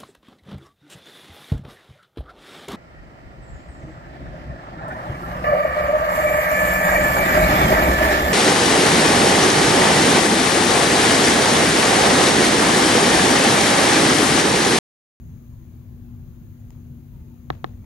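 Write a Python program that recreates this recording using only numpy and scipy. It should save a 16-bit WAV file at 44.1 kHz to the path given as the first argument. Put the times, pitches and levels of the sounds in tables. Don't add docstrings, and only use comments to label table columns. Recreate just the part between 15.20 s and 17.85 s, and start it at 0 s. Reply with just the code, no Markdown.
import sys
import numpy as np
from scipy import signal
from scipy.io import wavfile
from scipy.ndimage import uniform_filter1d

SR = 44100
rng = np.random.default_rng(int(sys.argv[2]) if len(sys.argv) > 2 else 0)


def field_ratio(decibels):
    return 10 ** (np.asarray(decibels, dtype=float) / 20)


def log_audio(samples):
    frames = np.atleast_2d(samples).T
    limited = np.clip(frames, -1, 1)
    pcm = np.round(limited * 32767).astype(np.int16)
    wavfile.write(sys.argv[1], SR, pcm)


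N = 116865

# t/s, level/dB
GUSTS = [(0, -39), (.4, -43), (.75, -42), (1.05, -40), (1.4, -44), (1.6, -41), (1.85, -44), (2.0, -39),
         (2.17, -46), (2.4, -39), (2.65, -42.5)]
# f/Hz, density/dB
RUMBLE_SPECTRUM = [(24, -48), (30, -8), (37, -3.5), (110, -0.5), (140, -2.5), (160, -9), (230, -15.5),
                   (500, -87)]
# f/Hz, density/dB
ROAR_SPECTRUM = [(150, -13), (260, 1), (365, -5), (420, -10.5), (600, -16), (1200, -22), (2500, -28.5),
                 (5500, -39.5)]
# t/s, f/Hz, level/dB
MOAN = [
    (1.9, 1018, -90),
    (1.925, 980, -67.5),
    (2.03, 860, -67.5),
    (2.07, 846, -78),
    (2.11, 896, -67),
    (2.19, 908, -86),
    (2.23, 900, -90),
]
# f/Hz, likeness/1
COHERENCE = [(30, .95), (100, 0.86), (250, 1), (370, 0.61), (700, 0.52), (1200, 0.017)]
# f/Hz, phase/rad
LEFT_LEAD = [(30, 0.11), (120, 0.14), (240, 0.31), (700, 0.52)]
# f/Hz, level/dB
LEFT_EXCESS = [(50, 1.5), (270, 5), (450, 6.5), (1200, 6.5), (3300, 7)]
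# t/s, level/dB
SNAPS = [
    (2.3026, 0),
    (2.4432, -2.2),
]
# f/Hz, level/dB, T60/s
HOUSING_LEFT = [(315.3, -15, 0.031), (760, -15, 0.022), (1077, -22, 0.033), (1330, -18.5, 0.017),
                (1774, -13, .011), (2540, -26.5, 0.0057), (3350, -18.5, 0.0058), (3865, -21, 0.0071),
                (4820, -38, 0.012), (6320, -35, 0.0084)]
# f/Hz, level/dB, T60/s
HOUSING_RIGHT = [(306.3, -10.5, 0.024), (465, -7, 0.0052), (744, -16.5, 0.013), (1085, -15, 0.0046),
                 (2285, -26, 0.013), (3160, -22, 0.004), (3880, -22, .0035), (5800, -53, 0.0055)]
# f/Hz, level/dB, T60/s
HOUSING_HIGH = [(10600, -54, 0.0035), (14900, -36.5, .003)]
# t/s, level/dB, left lag/s, body level/dB
TICKS = [
    (1.5051, -40, .0005, -2),
    (2.642, -58.5, 0.00046, 15.5),
]
# f/Hz, level/dB, T60/s
TICK_MODES = [(910, -2, 0.01), (1940, -9, 0.0074), (3130, -7, 0.0055), (4300, -13, .003),
              (5470, -7.5, 0.0033), (6800, 0, 0.0027), (8700, -8, 0.0016), (11100, -4, .002)]
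# f/Hz, T60/s
ROOM_T60 = [(400, 0.28), (1000, 0.41), (3000, 0.26), (6000, 0.26)]
# f/Hz, level/dB
ROOM_SPECTRUM = [(200, -2), (400, 6), (900, -9), (1800, -13), (4000, -18.5), (5500, -25.5), (8000, -36)]
# t/s, level/dB
CHORUS_SWELL = [(0.0, -74.5), (0.8, -82), (1.53, -77.5), (1.9, -82), (2.14, -79.5), (2.34, -77),
                (2.65, -79)]
CHORUS_BANDS = [6250, 6510, 6830]
# f/Hz, level/dB, left over right/dB
HUM_PARTIALS = [(240.2, -49.5, 3.5), (356, -69.5, 8)]
# f/Hz, density/dB
HISS_SPECTRUM = [(300, -18), (4000, -10), (7000, -17), (8500, -24.5), (11000, -7), (13500, -5),
                 (15300, -0.5)]

TIME = np.arange(N) / SR


def evened(x):
    return x / np.sqrt(np.mean(x ** 2) + 1e-20)


def read(points, hz):
    f, value = np.transpose(points)
    return np.interp(np.log(hz + 1), np.log(f + 1), value)


def curve(rows, column, t):
    rows = np.array(rows, float)
    return np.interp(t, rows[:, 0], rows[:, column])


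def add(mix, s, sound):
    part = mix[round(s * SR):][:len(sound)]
    part += sound[:len(part)]


def slow(top_hz):
    t = np.arange(0, N + 256, 256) / SR
    wander = 0
    for f in top_hz * np.geomspace(.1, 1, num=16):
        wander = wander + np.sin(2 * np.pi * (f * t + rng.random())) / np.sqrt(f)
    return np.interp(TIME, t, evened(wander))


def noise(spectrum, patchy_db, size, paired=True):
    frames, hz = 4 * N // size + 5, np.fft.rfftfreq(size, 1 / SR)
    a, b, c, d, patches = rng.standard_normal((frames, len(hz), 5)).T
    patches = uniform_filter1d(patches, size=9, axis=0)
    patches = evened(uniform_filter1d(patches, size=9, axis=1))
    same = paired * np.clip(read(COHERENCE, hz), -1, 1)[:, None]
    left = a + 1j * b
    shared = same * left * np.exp(-1j * read(LEFT_LEAD, hz))[:, None]
    right = shared + np.sqrt(1 - same ** 2) * (c + 1j * d)
    lean = paired * read(LEFT_EXCESS, hz)[:, None] / 2
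    z = np.array([left * field_ratio(lean), right * field_ratio(-lean)])
    z = z * field_ratio(read(spectrum, hz)[:, None] + patchy_db * patches)
    return evened(signal.istft(z, nperseg=size, noverlap=size * 3 // 4)[1][:, :N])


def whistle(hz, width, channels):
    r = np.exp(-np.pi * width / SR)
    z = rng.standard_normal((channels, N)) + 1j * rng.standard_normal((channels, N))
    z = signal.lfilter([1], [1, -2 * r, r * r], z)
    return evened((z * np.exp(2j * np.pi * np.cumsum(hz * np.ones(N)) / SR)).real)


def ring(modes, bend_hz=(0, 0)):
    t = np.arange(2600) / SR
    out = np.zeros(len(t))
    for hz, db, t60 in modes:
        sign = -1 if bend_hz[0] < hz < bend_hz[1] else 1
        out += sign * field_ratio(db - 60 * t / t60) * np.sin(2 * np.pi * hz * t)
    return out


def gale():
    gust_db = curve(GUSTS, 1, TIME)
    buffet_db = 1 * slow(20)
    rumble = field_ratio(gust_db + 2.5 + buffet_db) * noise(RUMBLE_SPECTRUM, patchy_db=0.0, size=4096)
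    roar_db, roar_follow = -55.5, 0.14
    roar_level = field_ratio(roar_db + roar_follow * (gust_db - gust_db.mean()))
    return rumble + roar_level * noise(ROAR_SPECTRUM, patchy_db=1.5, size=2048)


def moan():
    silent = (TIME < MOAN[0][0]) | (TIME > MOAN[-1][0])
    level = field_ratio(curve(MOAN, 2, TIME) - 200 * silent)
    tone = level * whistle(curve(MOAN, 1, TIME), width=18, channels=1)
    return tone * field_ratio(np.array([[3.0], [-3.0]]))


def snaps():
    out, blow = np.zeros((2, N)), np.hanning(9)
    blow = blow / blow.sum()
    left = np.convolve(-ring(HOUSING_LEFT, (400, 1250)), blow)
    right = np.convolve(ring(HOUSING_RIGHT, (400, 2000)), blow)
    high = ring(HOUSING_HIGH)
    left_lag_s = .00042
    for s, db in SNAPS:
        add(out[0], s + left_lag_s, field_ratio(db) * (left[:len(high)] + high))
        add(out[1], s, field_ratio(db) * (right[:len(high)] + field_ratio(-3.0) * high))
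    return out


def ticks():
    out = np.zeros((2, N))
    for s, db, lag, body_db in TICKS:
        low, bright = field_ratio(body_db) * ring(TICK_MODES[:2]), ring(TICK_MODES[2:])
        add(out[0], s + lag, -field_ratio(db) * bright)
        add(out[0], s + 2 * lag, field_ratio(db) * low)
        add(out[1], s, field_ratio(db) * (low + field_ratio(-9.0) * bright))
    return out


def room():
    out = np.zeros((2, N))
    room_db, swell_s, grain = -26.5, 0.024, 2.5
    first_tick = (TICKS[0][0], -12.5)
    for s, db in [*SNAPS, first_tick]:
        hz, t, z = signal.stft(rng.standard_normal((2, SR // 2)), SR, nperseg=256)
        grain_db = grain * rng.standard_normal(len(t))
        decay_db = 60 * t / read(ROOM_T60, hz)[:, None]
        level_db = grain_db + read(ROOM_SPECTRUM, hz)[:, None] - decay_db
        tail = signal.istft(z * field_ratio(level_db), SR, nperseg=256)[1]
        swell = np.minimum(np.arange(tail.shape[1]) / SR / swell_s, 1) ** 2
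        tail = field_ratio(room_db + db) * tail * swell
        add(out[0], s, field_ratio(-0.5) * tail[0])
        add(out[1], s, field_ratio(-6.0) * tail[1])
    return out


def hum():
    out = np.zeros((2, N))
    waver_db, waver_hz = 2.22, 5
    for hz, db, left_db in HUM_PARTIALS:
        turn = 2 * np.pi * (hz * TIME + rng.random())
        level = np.sqrt(2) * field_ratio(db + waver_db * slow(waver_hz))
        left = field_ratio(left_db / 2) * np.sin(turn)
        right = field_ratio(-left_db / 2) * np.sin(turn - read(LEFT_LEAD, hz))
        out += level * np.array([left, right])
    return out


def insects():
    band = evened(sum(whistle(hz, width=320, channels=2) for hz in CHORUS_BANDS))
    chorus_db, left_over_right_db = 7, 27
    return band * field_ratio(curve(CHORUS_SWELL, 1, TIME) + chorus_db - np.array([[0], [left_over_right_db]]))


def hiss():
    return field_ratio(-61.5) * noise(HISS_SPECTRUM, patchy_db=-0.3, size=1024, paired=False)


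def scene():
    return gale() + moan() + snaps() + ticks() + room() + hum() + insects()


def top_cut(x):
    return signal.sosfilt(signal.butter(12, 16800, fs=SR, output="sos"), x)


def record(dry):
    x = dry + hiss()
    low_pass = signal.firwin(511, 15780, window=("kaiser", 9), fs=SR)
    x = signal.oaconvolve(x, low_pass[None], "same")
    x = signal.sosfilt(signal.butter(3, 30, "high", fs=SR, output="sos"), x)
    return top_cut(x)


dry = scene()
out = record(dry)
log_audio(out)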